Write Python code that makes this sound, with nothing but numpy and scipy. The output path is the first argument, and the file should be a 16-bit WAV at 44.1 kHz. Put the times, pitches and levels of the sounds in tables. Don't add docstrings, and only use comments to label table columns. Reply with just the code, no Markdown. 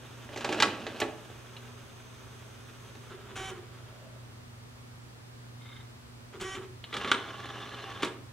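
import sys
import numpy as np
from scipy import signal
from scipy.fft import rfft, irfft, next_fast_len
from scipy.io import wavfile
from scipy.ndimage import uniform_filter1d

SR = 44100
rng = np.random.default_rng(int(sys.argv[2]) if len(sys.argv) > 2 else 0)


def pcm_store(signal):
    levels = np.round(np.clip(np.atleast_2d(signal), -1, 1) * 32767)
    wavfile.write(sys.argv[1], SR, levels.astype(np.int16).T)


N = 366912
TIME = np.arange(N) / SR


def undb(db):
    return 10 ** (np.asarray(db) / 20)


def unit(x):
    return x / np.sqrt(np.mean(x ** 2) + 1e-20)


def noise(size=N):
    return rng.standard_normal(size)


def gate(start, end, rise, fall):
    return (1 - np.exp(-np.maximum(TIME - start, 0) / rise)) * np.exp(-np.maximum(TIME - end, 0) / fall)


def ramp(start, end, db_per_s):
    return undb(db_per_s * (np.clip(TIME, start, end) - start))


def walk(rate):
    step = max(int(SR / rate), 2)
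    points = noise(N // step + 2)
    drift = np.interp(np.arange(N) / step, np.arange(len(points)), points)
    return 1.25 * uniform_filter1d(drift, step // 2 + 1)


def colour(x, points):
    size = next_fast_len(len(x) + 2048, True)
    hz, db = np.transpose(points)
    gain = undb(np.interp(np.log(np.fft.rfftfreq(4096, 1 / SR) + 1), np.log(hz), db))
    cepstrum = irfft(np.log(gain))
    cepstrum[1:2048] *= 2
    cepstrum[2049:] = 0
    impulse = irfft(np.exp(rfft(cepstrum)))
    return irfft(rfft(x, size) * rfft(impulse, size), size)[:len(x)]


def resonate(x, hz, width_hz):
    return signal.lfilter(*signal.iirpeak(hz, hz / width_hz, fs=SR), x)


def steep_mode(x, hz, width_hz):
    return resonate(resonate(x, hz, 2 * width_hz), hz, 2 * width_hz)


def turns(hz):
    return np.cumsum(hz * np.ones(N)) / SR + rng.random()


def tones(rows, speed, flutter_db, rate):
    shaft = turns(speed)
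    return sum(np.sqrt(2) * undb(db + flutter_db * walk(rate)) * np.sin(2 * np.pi * hz * shaft)
               for hz, db in rows)


def teeth(hz, scatter_db, click):
    phase = turns(hz)
    tooth = phase.astype(int)
    force = undb(scatter_db * noise(N // 50))[tooth]
    sliding = unit(force * noise() * np.exp(-2 * (phase % 1)))
    landing = unit(force * np.diff(tooth, prepend=tooth[0]))
    return sliding + click * landing


def place(track, start, blow, db):
    i = int(start * SR)
    track[i:i + len(blow)] += blow[:N - i] * undb(db) / np.std(blow[:SR // 100])


def pair(make, spread):
    mid, side = make(), colour(make(), spread)
    return np.array([mid + side, mid - side])


# frequency in Hz, relative level in dB.
AIR_COLOUR = [(88, -40.5), (150, -10.5), (239, -8), (268, -7.5), (290, -11.5), (373, -11), (481, -14),
              (618, -15), (668, -16.5), (1200, -16.5), (2410, -23), (4750, -26.5), (15500, -39)]
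RUMBLE_COLOUR = [(20, -26.5), (40, -21.5), (55, -16), (70, -7.5), (82, -16), (98, -4), (122, -13),
                 (145, -13), (220, -36.5), (400, -59.5)]
# frequency in Hz, rms level in dB.
MAINS_HUM = [(120, -53.5), (240, -64.5)]


def background(air_db=-57.0, rumble_db=-56):
    air = pair(lambda: unit(colour(noise(), AIR_COLOUR)), [(200, -1), (1500, 2), (4000, 3.5), (8000, 1.5)])
    rumble = pair(lambda: unit(colour(noise(), RUMBLE_COLOUR)), [(30, -13.5), (70, -8.5)])
    return undb(air_db) * air + undb(rumble_db) * rumble + tones(MAINS_HUM, 1, flutter_db=2.0, rate=5)


def room(x, wet_db=-9, low_t60=0.58, mid_t60=0.46, high_t60=0.26):
    t = np.arange(int(SR * .8)) / SR
    bands = ((180, 880, low_t60, 0.62), (780, 3200, mid_t60, 0.42), (3000, 20000, high_t60, 0.51))

    def tail():
        wash = 0
        for low_hz, high_hz, t60, share in bands:
            band = signal.butter(2, (low_hz, high_hz), "band", fs=SR, output="sos")
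            wash += share * signal.sosfilt(band, noise(len(t))) * undb(-60 * t / t60)
        wash *= 1 - np.exp(-t / 0.004)
        return wash / np.sqrt(np.mean(np.abs(rfft(wash)[200:2400]) ** 2))
    response = pair(tail, [(200, -15.5), (1500, -7.5), (4000, -4), (8000, 3.5)])
    return undb(wet_db) * signal.fftconvolve(x[None], response, axes=1)[:, :N]


# frequency in Hz, nominal width in Hz, relative dB.
SQUEAL_MODES = [(1390, 510, -8), (2110, 59, 2), (3170, 170, -6.5), (3650, 120, 0)]


def spindle(whir_db=-58, squeal_db=-58.5, scuff_hz=28, scuff_db=3):
    phase = 2 * np.pi * turns(np.interp(TIME, [3.9, 4.2], [625, 580]))
    whir = walk(190) * np.sin(phase) + walk(190) * np.cos(phase)
    swell = undb(whir_db) * np.exp(-((TIME - 4.04) / 0.16) ** 2)
    start, stop = 5.595, 5.812
    rub = noise() * undb(1.1 * walk(90) - scuff_db * np.sin(2 * np.pi * scuff_hz * (TIME - start)))
    squeal = unit(sum(undb(db) * steep_mode(rub, hz, width) for hz, width, db in SQUEAL_MODES))
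    braking = undb(squeal_db) * gate(start, stop, .012, 0.013) * ramp(start, stop, db_per_s=29)
    return whir * swell + squeal * braking


DRUM_OFF_S = 3.11
# frequency in Hz, relative level in dB.
RUSH_COLOUR = [(120, -49), (200, -7.5), (231, -3), (267, -17), (405, 2), (459, -8), (540, -5), (696, -10.5),
               (1430, -6.5), (1980, -13.5), (3540, -11), (4470, -29.5), (6300, -21), (7150, -23.5),
               (15000, -35)]
DRUM_WHINE = [(398.4, -71), (2471, -71.5), (3738, -77), (5410, -80), (5475, -80), (6142, -89), (6207, -74),
              (6277, -80), (6342, -80), (6412, -76), (7747, -89.5), (7876, -77), (8479, -73), (8613, -91),
              (9615, -88), (10880, -79.5), (11348, -85), (11816, -89)]


def drum_and_disc_air(drum_db=-54, spin_up_db=-48.5, whine_db=-1, spin_up_end_s=4.08):
    air = unit(colour(noise() * undb(1.6 * walk(60)), RUSH_COLOUR))
    dull_air = colour(air, [(1200, -3.0), (3500, -5.0), (6000, -8)])
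    powered = gate(-1, DRUM_OFF_S, .01, 0.026)
    running = undb(drum_db) * powered * ramp(0, DRUM_OFF_S, db_per_s=-1.06)
    spin_up = undb(spin_up_db) * gate(DRUM_OFF_S, spin_up_end_s, 0.065, 0.3)
    spin_up *= ramp(DRUM_OFF_S, spin_up_end_s, db_per_s=-9)
    speed = 1 + 0.00033 * walk(5) + .001 * walk(70)
    whine = tones(DRUM_WHINE, speed, flutter_db=1.5, rate=13)
    return air * running + dull_air * spin_up + undb(whine_db) * whine * powered


# start in seconds, level in dB.
BUTTON_TICKS = [(1.5662, -46.5), (6.8403, -41)]


def button(t60=0.047):
    out, t = np.zeros(N), np.arange(SR // 8) / SR
    shape = [(700, -16), (2000, -14), (3000, -4.5), (4100, -6.0), (4900, -35), (10000, -44)]
    for start, db in BUTTON_TICKS:
        place(out, start, colour(noise(len(t)) * undb(-60 * t / t60), shape), db)
    return out


# start and end in seconds, base levels of tone
# and rattle in dB, settling time in seconds, base level of the jolts in dB.
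SLED_RUNS = [(3.355, 3.505, -43, -44.5, 0.02, -44.5), (6.398, 6.567, -41.5, -47.5, 0.056, -41)]
# multiple of the step rate, relative level in dB.
HARMONICS_OUT = [(1, -2), (2, 2.5), (3, -2.5), (4, -3), (5, -3), (6, -8), (7, -13), (8, -2.5), (9, -6.5),
                 (10, -8), (12, -22), (14, -17), (15, -9), (18, -21), (19, -25)]
HARMONICS_BACK = [(1, -0.5), (2, -4), (3, -2), (4, -4), (5, 1.5), (6, -8), (7, -41), (8, -1), (9, -8),
                  (10, -12), (11, -26), (12, -25), (13, -22), (14, -14), (15, -6.5), (16, -23), (17, -14),
                  (18, -13), (19, -30), (20, -19), (21, -18), (22, -28), (23, -29), (24, -15), (25, -25),
                  (26, -29), (27, -33)]
# frequency in Hz, relative level in dB.
SCREW_COLOUR = [(150, -3), (250, -33), (362, -19), (621, -12), (760, -2), (930, -9), (1100, -1.5),
                (1760, -3), (1920, -19), (2020, -5), (3070, -3), (4930, -19), (5540, -15), (7020, -12),
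                (9800, -17.5), (11500, -30), (14000, -37)]


def sled(step_hz=381.8, rough_db=7):
    out = 0
    for run, harmonics in zip(SLED_RUNS, (HARMONICS_OUT, HARMONICS_BACK)):
        start, end, tone_db, rattle_db, settle, _ = run
        locked = np.interp(TIME, [start + settle / 2, start + settle, end - .022, end], [.2, .96, .97, .22])
        hz = step_hz * (1 + (.002 + .03 * (1 - locked)) * walk(300))
        phase = 2 * np.pi * turns(hz)
        tone = unit(sum(undb(db) * np.sin(k * phase + 2 * np.pi * rng.random()) for k, db in harmonics))
        rattle = unit(colour(teeth(hz, scatter_db=0.0, click=0.35), SCREW_COLOUR))
        rattle *= undb(rattle_db + rough_db * (.8 - locked) / 2)
        out += gate(start, end, 0.0012, 0.0055) * (undb(tone_db) * locked * tone + rattle)
    return out


def shudders(frame_hz=372, frame_lag_s=0.017, rattle_db=-3, jolt_s=.036, brake_lead_s=0.017):
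    shake = teeth(190 * (1 + .2 * walk(80)), scatter_db=-0.5, click=0.075)
    frame = unit(resonate(resonate(shake, frame_hz, 60), frame_hz, 81))
    rattle = unit(colour(shake, [(100, 0), (200, 8.5), (700, -1.5), (1400, 5.0), (2300, -5.5),
                                 (3500, -4.5), (4600, -20.0), (7000, -18), (12000, -35)]))
    jolts = [(DRUM_OFF_S - brake_lead_s, -45)]
    for start, end, *_, db in SLED_RUNS:
        twitch, brake, rebound = (start - 0.074, db - 4.5), (end - brake_lead_s, db - .5), (end + .041, db - 5)
        jolts += [twitch, (start, db), brake, rebound]
    push = sum(undb(db) * gate(at, at + jolt_s, 0.0089, 0.013) for at, db in jolts)
    return undb(rattle_db) * rattle * push + frame * np.interp(TIME - frame_lag_s, TIME, push)


# frequency in Hz, relative level in dB.
LOADER_COLOUR = [(59, -52), (100, -9), (171, -11), (238, 1), (416, -5.5), (491, -5.5), (617, -3),
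                 (993, -11.5), (1630, -9), (2220, -20), (2570, -8), (5520, -25), (14000, -48)]


def loader(tooth_hz=190, motor_db=-61, slide_db=-46.5, lift_db=-50):
    mesh = teeth(tooth_hz * (1 + .15 * walk(80)), scatter_db=2.0, click=0.24)
    chatter = unit(colour(mesh * undb(2 * walk(53.84)), LOADER_COLOUR))
    motor = undb(motor_db) * gate(-1, 1.4, .01, 0.16)
    slide = undb(slide_db) * gate(0.27, 0.99, 0.11, 0.054)
    lift = undb(lift_db) * gate(0.37, 0.641, .01, 0.039) * ramp(0.37, 0.641, db_per_s=65)
    return chatter * (motor + slide + lift)


# frequency in Hz, relative level in dB.
GRIND_COLOUR = [(100, -33), (170, -3.5), (414, -0.5), (461, -2), (670, -2.5), (786, -5), (974, -4.5),
                (1100, 4.5), (1320, -2), (1660, -2.5), (2330, -8), (3450, -16), (4670, -22), (5680, -21),
                (12000, -38.5), (15600, -61), (22000, -120)]
GEAR_WHINE = [(360.7, -19), (409.1, -17), (802.1, -12.5), (1130, -19), (1663, -15)]
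# frequency in Hz, nominal width in Hz, relative level in dB.
GEAR_MODES = [(1130, 37, -18), (1700, 28, 0.5), (2820, 120, 1.5), (2980, 72, 2), (3410, 170, 1),
              (4040, 92, -4.5), (5730, 170, -13)]


def tray_gears(tooth_hz=268.5, wheel_hz=18, grind_db=-2.0, modes_db=-5, travel_db=-44.5, clamp_db=-45.5):
    speed = 1 + .004 * walk(9) + .008 * walk(90)
    wheel = turns(wheel_hz * (1 + .1 * walk(4)))
    throb = undb(1.5 * np.sin(2 * np.pi * wheel) + .8 * walk(50))
    mesh = teeth(tooth_hz * speed * (1 + .06 * walk(200)), scatter_db=2.1, click=.15)
    grind = unit(colour(mesh, GRIND_COLOUR))
    ringing = unit(sum(undb(db + 2.6 * walk(45)) * steep_mode(mesh, hz, width)
                       for hz, width, db in GEAR_MODES))
    whine = tones(GEAR_WHINE, speed, flutter_db=1.5, rate=25)
    load = undb(travel_db) * gate(6.855, 8.08, 0.097, 0.038)
    load += undb(clamp_db) * gate(6.925, 7.1, 0.0079, 0.028)
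    return (undb(grind_db) * grind + undb(modes_db) * ringing + whine) * throb * load


def knocks(rows, shape, modes, ring_db, snap_db, snap_share,
           strike_db, strike_t60, crack_t60, case_db, case_t60, case_slope):
    out, t = np.zeros(N), np.arange(SR // 2) / SR
    typical_db = np.mean([row[1] for row in rows])
    for start, db, bass, treble in rows:
        wash_db = case_db - case_slope * (db - typical_db)
        strike = undb(strike_db - 60 * t / strike_t60)
        fade = strike + undb(-60 * t / crack_t60) + undb(wash_db - 60 * t / case_t60)
        crack = colour(noise(len(t)) * fade * (1 - np.exp(-t / 0.0002)), shape)
        ring = sum(undb(mode_db - 60 * t / t60) * np.sin(2 * np.pi * hz * t) * rng.choice([-1, 1])
                   for hz, mode_db, t60 in modes)
        snap = snap_db + snap_share * treble
        contact = [(130, bass / 2 - 4), (330, bass), (580, bass), (1350, 0), (3800, 0),
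                   (6000, treble), (8500, treble), (12000, snap), (15000, snap + 4)]
        place(out, start, colour(unit(crack) + undb(ring_db) * unit(ring), contact), db)
    return out


# start in seconds, level in dB, bass and treble in dB against the middle.
DRIVE_BLOWS = [(3.365, -45, -1, 10), (6.411, -40, -8, 9), (6.549, -42.5, -7, -10), (6.927, -36.5, -9, -12),
               (6.94, -35, -8, -4), (6.967, -32.5, -5, -2.5), (7.045, -31.5, -2.5, -11),
               (7.074, -34, 0, -7), (7.115, -17.5, -16, -8), (7.143, -30, -4, -17), (8.023, -35, 3, -1),
               (8.031, -24, -6.5, -7.5), (8.047, -32, 2, 0), (8.07, -37, 3, -6)]
# frequency in Hz, relative level in dB.
DRIVE_COLOUR = [(35, -46), (60, -8), (385, 4.5), (475, -1), (738, -12.5), (810, -5.5), (999, -8.5),
                (1200, -1.5), (1830, -9.5), (2250, -6), (2650, -10.5), (3420, -6), (4520, -16.5),
                (8470, -19.5), (15500, -37)]
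# frequency in Hz, relative level in dB, seconds to fall 60 dB.
TRAY_MODES = [(264, -16, 0.18), (350, 1, 0.29), (398, 17, 0.32), (598, 6, 0.3), (802, -67, .15),
              (948, 4, 0.26), (1180, -8, 0.11), (1260, -14, .12), (1660, -2, 0.26), (2113, 1.5, 0.14),
              (2449, -25, .17), (3240, -24, 0.18), (3530, -25, .2), (3970, 3, 0.058)]


def drive_knocks():
    return knocks(DRIVE_BLOWS, DRIVE_COLOUR, TRAY_MODES, ring_db=-5, snap_db=-9, snap_share=0.95,
                  strike_db=-6, strike_t60=0.043, crack_t60=0.043,
                  case_db=-6, case_t60=0.17, case_slope=1.0)


# start in seconds, level in dB, bass and treble in dB against the middle.
CARRIAGE_BLOWS = [(0.29, -44.5, 8, -16), (0.36, -36.5, 11, -2), (0.374, -39, -10, 1),
                  (0.408, -39.5, -11, -2), (0.445, -29, -5, -5.5), (0.49, -30, 8, -3), (0.508, -46, -4, -6),
                  (0.525, -31, -4, -3), (0.544, -34, 2, -2), (0.601, -23, -10, -3.5),
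                  (0.623, -17.5, -14, -3.5), (0.63, -22, -6, -17), (0.866, -34, 2, -6.5),
                  (1.001, -32, 0, 5.5), (1.013, -38, 5, -1), (1.016, -24.5, 5.5, -24), (1.3, -49, 8, -8),
                  (2.952, -51, 4, -3)]
# frequency in Hz, relative level in dB.
CARRIAGE_COLOUR = [(35, -50), (60, -19), (112, -2), (201, -9), (242, -14.5), (521, -2.5), (599, 3),
                   (673, -10.5), (829, 5.5), (1050, -8.5), (1630, -3.5), (2470, -6.5), (7200, -14),
                   (13800, -39.5), (15500, -61)]
# frequency in Hz, relative level in dB, seconds to fall 60 dB.
CHASSIS_MODES = [(261, -3, 0.25), (320, 1.5, 0.24), (361.5, 4, 0.2), (413, -1.5, 0.22), (438, 2, 0.21),
                 (556.5, -3, 0.29), (610, -3, 0.23), (733, -3, 0.16), (816, 2, 0.12), (1127, 1.5, 0.13),
                 (1314, -5, 0.19), (1635, 3.5, 0.089), (2060, -20, 0.1), (2000, 1, 0.13), (2430, -7, .11),
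                 (2476, -8, .13), (2920, -4, 0.15), (3700, -2.5, 0.052), (3980, -3.5, 0.085)]


def carriage_knocks():
    return knocks(CARRIAGE_BLOWS, CARRIAGE_COLOUR, CHASSIS_MODES, ring_db=-2.5, snap_db=1.5,
                  snap_share=1.7, strike_db=-2, strike_t60=0.034, crack_t60=0.053,
                  case_db=-16, case_t60=0.38, case_slope=0.28)


def scene(tape_right_db=1.1):
    right, centre = carriage_knocks(), drive_knocks()
    right += loader() + drum_and_disc_air()
    centre += button() + sled() + shudders() + spindle() + tray_gears()
    direct = right * undb([[-tape_right_db / 2], [tape_right_db / 2]]) + centre
    return direct + room(right + centre) + background()


# frequency in Hz, left minus right in dB.
PORT_BALANCE = [(100, -1), (300, -0.7), (600, -1), (1100, -2), (2200, -1), (4500, 0.9), (8000, 0.5),
                (13000, 0)]


def record(dry, port_hz=8700, port_width_hz=1700, lift=0.15, top_hz=15750):
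    left, right = (colour(x, [(hz, sign * db / 2) for hz, db in PORT_BALANCE])
                   for x, sign in zip(dry, (1, -1)))
    ports = np.array([left, right - 2 * resonate(right, port_hz, port_width_hz)])
    ports += lift * resonate(ports, port_hz, 2 * port_width_hz)
    return signal.sosfilt(signal.ellip(10, .2, 70, top_hz, fs=SR, output="sos"), ports)


dry = scene()
out = record(dry)
pcm_store(out)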